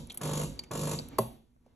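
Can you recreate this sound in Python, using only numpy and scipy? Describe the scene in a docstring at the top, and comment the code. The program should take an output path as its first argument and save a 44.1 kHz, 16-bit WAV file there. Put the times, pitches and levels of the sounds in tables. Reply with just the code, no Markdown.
"""A kitchen, close to a coffee machine dosing hot water: its vibrating pump buzzes in short bursts.
The pump adds a humming casing to noise bursts for the piston and valve, one per mains cycle.
Water trickles as splashing noise with rising bubble tones; the spout spits wobbly rings and spray.
A valve shuts with two noisy cracks and a casing ring; dull taps and a low rumble complete the scene.
All is heard through two closely spaced microphone ports."""
import sys
import numpy as np
from scipy import signal
from scipy.fft import rfft, irfft, next_fast_len
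from scipy.io import wavfile
from scipy.ndimage import map_coordinates

SR = 44100
rng = np.random.default_rng(int(sys.argv[2]) if len(sys.argv) > 2 else 0)


def wav_out(sig):
    """Save sig, one row per channel (or a flat mono array), as 16-bit PCM at SR to the path in sys.argv[1]."""
    wavfile.write(sys.argv[1], SR, np.round(np.clip(np.atleast_2d(sig).T, -1, 1) * 32767).astype(np.int16))


N = 77175
T = np.arange(N) / SR  # time of every sample, in seconds

# Pump bursts, the first already dying away: first_stroke_s, relative_level_db
PUMP_BURSTS = [(-.285, -3.5), (0.213, -2.5), (0.7128, -2.5)]
STROKES_PER_BURST, MAINS_HZ = 12, 50
# Weak first strokes, time to prime, and a plus-or-minus step that makes every second stroke stronger
SOFT_START_DB, PRIME_S, LIMP_DB = 1, .025, 1.6
SCATTER_DB, JITTER_S = 2.33, .0001  # chance in the force and timing of each stroke

# Casing hum: multiple_of_half_stroke_rate, level_db
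HUM_LINES = [(2, -53), (3, -54), (4, -50), (5, -47), (6, -36), (7, -48), (8, -42), (9, -48), (10, -50),
             (11, -51), (12, -52), (14, -48), (18, -54), (20, -46), (22, -45)]
HUM_LAG_S, HUM_RISE_S, HUM_T60_S = 0.014016, 0.015, 0.33  # T60: time to fall by 60 dB
HUM_WAVER_DB, HUM_WAVERS_PER_S = 2, 25  # each line swells and sinks by itself

# Tone colour of the piston knock: pitch_hz, density_db_per_hz
PISTON_COLOUR = [(30, -27.5), (60, -16.5), (150, 3.5), (280, -4.5), (420, -4), (600, -2.5), (780, -7),
                 (1150, -8), (1700, -19), (2500, -25), (5000, -47)]
PISTON_DB, PISTON_RISE_S, PISTON_T60_S = -36, .005, 0.087
PISTON_ALIKE, PISTON_WET_DB = 0.54, -7.5  # share of power that repeats; room level
PISTON_LEAD_S = 0.0044  # the piston moves before the valve opens

# Tone colour of the valve hiss: pitch_hz, density_db_per_hz
HISS_COLOUR = [(1000, -59), (2200, -2), (2800, -1), (4400, 1), (5000, -2.5), (6200, 3), (7200, 9),
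               (8200, 1.5), (9400, -3.5), (10500, 7.5), (12000, -1), (12900, -13), (13700, -67),
               (16000, -45)]
HISS_DB, HISS_RISE_S, HISS_T60_S = -37, 0.0042, 0.023
HISS_ALIKE, HISS_WET_DB = 0.16, 0

# Trickle of water over time: time_s, level_db
WATER_LEVEL = [(0, -66.5), (.06, -66.5), (.15, -60.5), (.55, -61), (.69, -67), (1.0, -59), (1.09, -63.5),
               (1.125, -52), (1.18, -63.5), (1.33, -66), (1.42, -83), (1.56, -87.5), (1.68, -75.5),
               (1.75, -80)]
# Tone colour of the splash: pitch_hz, density_db_per_hz
SPLASH_COLOUR = [(120, -6.5), (280, 3), (600, -8.5), (1000, -11), (1600, -16), (3000, -23), (6000, -29),
                 (12000, -41)]
# Middle pitch, length in starting cycles, and level below the splash
BUBBLES_PER_S, BUBBLE_HZ, BUBBLE_CYCLES, BUBBLE_DB = 750, 602, 9, -13.5

# Low rumble over time: time_s, level_db
RUMBLE_LEVEL = [(0, -52), (.05, -45), (.14, -63), (.5, -44.5), (.68, -61), (1.02, -45), (1.12, -53.5),
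                (1.33, -54), (1.43, -67.5), (1.75, -67)]
# Tone colour of the rumble: pitch_hz, density_db_per_hz
RUMBLE_COLOUR = [(20, -25), (48, 5.5), (85, -2.5), (150, -1.5), (200, -9), (245, 4.5), (300, -22.5),
                 (600, -50)]
# Tone colour of the still room: pitch_hz, density_db_per_hz
AIR_COLOUR = [(30, 21), (250, -0.5), (600, -9), (1500, -13.5), (4000, -19), (11000, -13.5), (14000, -32)]
AIR_DB = -73.5

# Spits and ticks at the spout: start_s, ring_db, pitch_hz, pitch_spread_share, t60_s, spray_db
SPITS = [(0.072, -49.5, 11000, 0.046, 0.0096, -58), (.098, -43, 3677, 0.21, 0.075, -49.5),
         (.104, -41.5, 3200, 0.012, 0.036, -58), (.1185, -52, 7530, .2, 0.027, -51),
         (.1235, -47, 11070, 0.094, .02, -56.5), (.1435, -43.5, 11050, 0.12, 0.04, -57),
         (0.1732, -31.5, 9730, 0.15, 0.024, -46), (.5918, -30.5, 4600, .05, .027, -39),
         (.636, -56, 2240, .1, .04, -50), (.988, -33, 4700, .06, .028, -43),
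         (1.0855, -47, 11000, .07, .014, -55), (1.663, -58, 688, 0.367, 0.043, -74.5)]
# Tone colour of the spray: pitch_hz, density_db_per_hz
SPRAY_COLOUR = [(150, -0.5), (550, 5), (1000, 3), (1600, -13.5), (2300, 4.5), (4000, 3), (8000, 2.5),
                (10500, 3), (12000, -6.5), (13200, -29), (16000, -29.5)]
SPIT_RISE_S, SPIT_WET_DB = .0007, -20

# Soft, dull taps: start_s, level_db
TAPS = [(0.4, -33.5), (.997, -40), (1.563, -68.5)]
# Tones in each tap: pitch_hz, relative_level_db, t60_s
TAP_MODES = [(626, 5.5, .022), (1120, 3.5, 0.0081), (2200, -5, .006)]

# The valve shuts, first touch then seating: start_s, relative_level_db
KNOCKS = [(1.1842, -8.5), (1.1860, -2.5)]
# Ringing tones of the casing: pitch_hz, level_db, t60_s, rise_s
CASING_MODES = [(121.5, -33, 0.19, 0.025), (170, -39.5, .2, .012), (221.4, -30.5, 0.23, 0.0047),
                (395, -21, .06, .002), (550, -29, .13, .002), (635, -20.5, .06, .001),
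                (745, -26, .04, .001), (950, -25, .04, .001), (1055, -22, .04, .001),
                (2013, -48, .09, .0005), (4100, -40, .025, .0005), (4602, -32, .025, .0005)]
# Tone colour of the crack: pitch_hz, density_db_per_hz
CRACK_COLOUR = [(100, -25.5), (350, -5), (650, 14.5), (1100, 8), (1700, -7), (3000, -7.5), (5500, -12),
                (7500, -5), (9300, -5), (11300, 5), (12700, -2), (13500, -17), (15500, -17), (16500, -28)]
CRACK_DB, CRACK_T60_S, CRACK_WET_DB, RING_WET_DB = -20, 0.026, -6.5, -18

# How long the room rings: pitch_hz, t60_s
ROOM_T60 = [(60, .5), (250, 0.41), (700, 0.37), (1500, 0.19), (3500, 0.47), (7000, 0.36), (12000, 0.33)]
ROOM_BUILD_S = 0.0022
# Width of the room sound: pitch_hz, side_over_mid_db
ROOM_SIDE = [(150, -13.5), (400, -4.5), (1000, 1.5), (2000, -8), (3500, 3), (6000, -18.5), (11000, -35.5)]

# How far the left port leads the right: pitch_hz, phase_lead_radians
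LEFT_LEAD = [(100, 0), (400, .1), (700, .55), (1500, 0), (2700, 0), (3600, .9), (4550, 1.7), (4950, 3.2),
             (5700, 6.2), (6500, 6.4), (8800, 9.4), (10500, 11), (12200, 12.56), (13500, 12.6),
             (15500, 15.5)]
# Loudness of the left port over the right: pitch_hz, left_minus_right_db
LEFT_TILT = [(60, -2), (160, -1), (350, -3), (750, 0.7), (1300, 1), (12000, -0.5)]
TOP_HZ = 16100


def amp(db):
    """Turn decibels into gain."""
    return 10 ** (np.asarray(db) / 20)


def unit(x):
    """Scale to an average strength (rms) of 1."""
    return x / np.sqrt(np.mean(x ** 2) + 1e-20)


def along(points, hz):
    """Read between (pitch, value) points, with pitch on a log scale."""
    pitches, values = np.transpose(points)
    return np.interp(np.log(hz + 1), np.log(pitches + 1), values)


def filtered(x, response):
    """Multiply each frequency of x by a response, which may be complex."""
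    size = next_fast_len(N + SR // 2)
    hz = np.fft.rfftfreq(size, 1 / SR)
    return irfft(rfft(x, size) * response(hz), size)[..., :N]


def noise(spectrum):
    """Random noise with the given tone colour and rms 1."""
    return unit(filtered(rng.standard_normal(N), lambda hz: amp(along(spectrum, hz))))


def pulse(rise, t60):
    """Loudness curve with peak 1 that swells and dies."""
    envelope = (1 - np.exp(-T / rise)) * amp(-60 * T / t60)
    return envelope / envelope.max()


def add(out, start, x):
    """Mix x into out from a time in seconds."""
    first = max(round(start * SR), 0)
    out[first:first + len(x)] += x[:max(len(out) - first, 0)]


def room(x, wet_db):
    """Stereo: x and the kitchen's answer, each frequency dying at its own speed."""
    mid_side_noise = rng.standard_normal((2, SR * 3 // 4))
    hz, t, parts = signal.stft(mid_side_noise, SR, nperseg=256)
    parts[1] *= amp(along(ROOM_SIDE, hz))[:, None]
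    decay = amp(-60 * t / along(ROOM_T60, hz)[:, None])
    tail = signal.istft(parts * decay, SR, nperseg=256)[1]
    tail = tail * (1 - np.exp(-T[:tail.shape[1]] / ROOM_BUILD_S))
    tail = tail / np.linalg.norm(tail[0])
    mid, side = signal.fftconvolve(x[None], tail, axes=1)[:, :len(x)]
    return x + amp(wet_db) * np.array([mid + side, mid - side])


def hum():
    """The strokes shake the casing: its hum builds up in each burst, wavers and rings on."""
    out = np.zeros(N)
    length = (STROKES_PER_BURST - 1) / MAINS_HZ
    phases = rng.uniform(0, 2 * np.pi, len(HUM_LINES))
    wavers = []
    for _ in HUM_LINES:
        drift = map_coordinates(rng.standard_normal(128), [T * HUM_WAVERS_PER_S], mode='wrap')
        wavers.append(amp(HUM_WAVER_DB * drift))
    for start, db in PUMP_BURSTS:
        age = np.maximum(T - start - HUM_LAG_S, 0)
        fade_db = -60 * np.maximum(age - length, 0) / HUM_T60_S
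        swell = (1 - np.exp(-age / HUM_RISE_S)) * amp(db + fade_db)
        for (multiple, level), phase, waver in zip(HUM_LINES, phases, wavers):
            tone = np.sin(np.pi * MAINS_HZ * multiple * age + phase)
            out += swell * amp(level) * waver * tone
    return np.sqrt(2) * out  # a steady sine of peak 1 becomes rms 1


def strokes(spectrum, rise, t60, alike, wet_db, lead=0):
    """One short noise burst per piston stroke, partly the same each time, partly new."""
    out = np.zeros(N + SR)  # one spare second in front, for strokes before time zero
    same = noise(spectrum)
    shape = pulse(rise, t60)[:SR // 8]
    size = len(shape)
    for start, db in PUMP_BURSTS:
        fresh = noise(spectrum)
        for k in range(STROKES_PER_BURST):
            age = k / MAINS_HZ
            late, strong = rng.standard_normal(2)
            soft_db = SOFT_START_DB * np.exp(-age / PRIME_S)
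            force = amp(db + SCATTER_DB * strong - soft_db + LIMP_DB * (-1) ** k)
            new = fresh[k * size:][:size]
            grain = np.sqrt(alike) * same[:size] + np.sqrt(1 - alike) * new
            add(out, 1 + start + age + JITTER_S * late - lead, force * shape * grain)
    return room(out, wet_db)[:, SR:]


def pump():
    """Every stroke knocks the piston home and forces water through the valve."""
    piston = strokes(PISTON_COLOUR, PISTON_RISE_S, PISTON_T60_S, PISTON_ALIKE, PISTON_WET_DB, PISTON_LEAD_S)
    hiss = strokes(HISS_COLOUR, HISS_RISE_S, HISS_T60_S, HISS_ALIKE, HISS_WET_DB)
    return hum() + amp(PISTON_DB) * piston + amp(HISS_DB) * hiss


def water():
    """A soft splash with small bubbles whose pitch rises."""
    bubbles = np.zeros(N)
    t = T[:SR // 16]
    for when, pitch, size in rng.random((int(BUBBLES_PER_S * N / SR), 3)):
        hz = BUBBLE_HZ * 2 ** (3 * (pitch - .5))  # spread over three octaves
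        life = t * hz / BUBBLE_CYCLES
        tone = np.sin(2 * np.pi * hz * t * (1 + 0.24 * life))
        strength = size ** 2 * BUBBLE_HZ / hz  # higher bubbles tend to be weaker
        add(bubbles, when * N / SR, strength * life * np.exp(-5 * life) * tone)
    flow = amp(np.interp(T, *np.transpose(WATER_LEVEL)))
    return room(flow * (noise(SPLASH_COLOUR) + amp(BUBBLE_DB) * unit(bubbles)), wet_db=3.5)


def background():
    """A low, swelling rumble over the still room, both made of noise."""
    opposite = np.array([[1], [-1]])  # noise of opposite sign left and right gives width
    rumble = noise(RUMBLE_COLOUR) + amp(-10) * noise(RUMBLE_COLOUR) * opposite
    air = noise(AIR_COLOUR) + amp(-8) * noise(AIR_COLOUR) * opposite
    swell = amp(np.interp(T, *np.transpose(RUMBLE_LEVEL)))
    return swell * rumble + amp(AIR_DB) * air


def spits():
    """Each spit is a puff of spray and a short ring of unsteady pitch."""
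    out = np.zeros(N)
    for start, ring_db, hz, spread, t60, spray_db in SPITS:
        # a new random pitch target every three cycles, joined by straight lines
        waver = map_coordinates(rng.standard_normal(N // 4), [T * hz / 3], order=1)
        phase = 2 * np.pi * np.cumsum(hz * (1 + spread * waver)) / SR
        ring = np.sqrt(2) * np.sin(phase)
        puff = amp(ring_db) * ring + amp(spray_db) * noise(SPRAY_COLOUR)
        add(out, start, pulse(SPIT_RISE_S, t60) * puff)
    return room(out, SPIT_WET_DB)


def taps():
    """Dull taps, each a few short tones, push the two ports in opposite senses."""
    out = np.zeros(N)
    tap = np.zeros(N)
    for hz, db, t60 in TAP_MODES:
        tap += amp(db) * pulse(0.0011, t60) * np.sin(2 * np.pi * hz * T)
    for start, db in TAPS:
        add(out, start, amp(db) * tap)
    return np.array([out, -out])


def valve():
    """The plunger cracks against its seat and rings the casing."""
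    ring, crack, modes = np.zeros(N), np.zeros(N), np.zeros(N)
    for hz, db, t60, rise in CASING_MODES:
        modes += amp(db) * pulse(rise, t60) * np.sin(2 * np.pi * hz * T)
    for start, db in KNOCKS:
        add(crack, start, amp(db + CRACK_DB) * pulse(.0003, CRACK_T60_S) * noise(CRACK_COLOUR))
    add(ring, KNOCKS[-1][0], modes)  # the ring starts at the seating
    return room(ring, RING_WET_DB) + room(crack, CRACK_WET_DB)


def scene():
    """Add up the machine, the taps and the room around them."""
    return pump() + water() + background() + spits() + taps() + valve()


def record(dry):
    """Shift phase and level between the two ports by frequency; keep nothing from TOP_HZ up."""
    half = np.array([[.5], [-.5]])  # left gets half of each difference, right the opposite half

    def ports(hz):
        """Phase, level and band limit of both ports."""
        phase = np.exp(1j * half * along(LEFT_LEAD, hz))
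        return phase * amp(half * along(LEFT_TILT, hz)) * (hz < TOP_HZ)

    return filtered(dry, ports)


dry = scene()
out = record(dry)
wav_out(out)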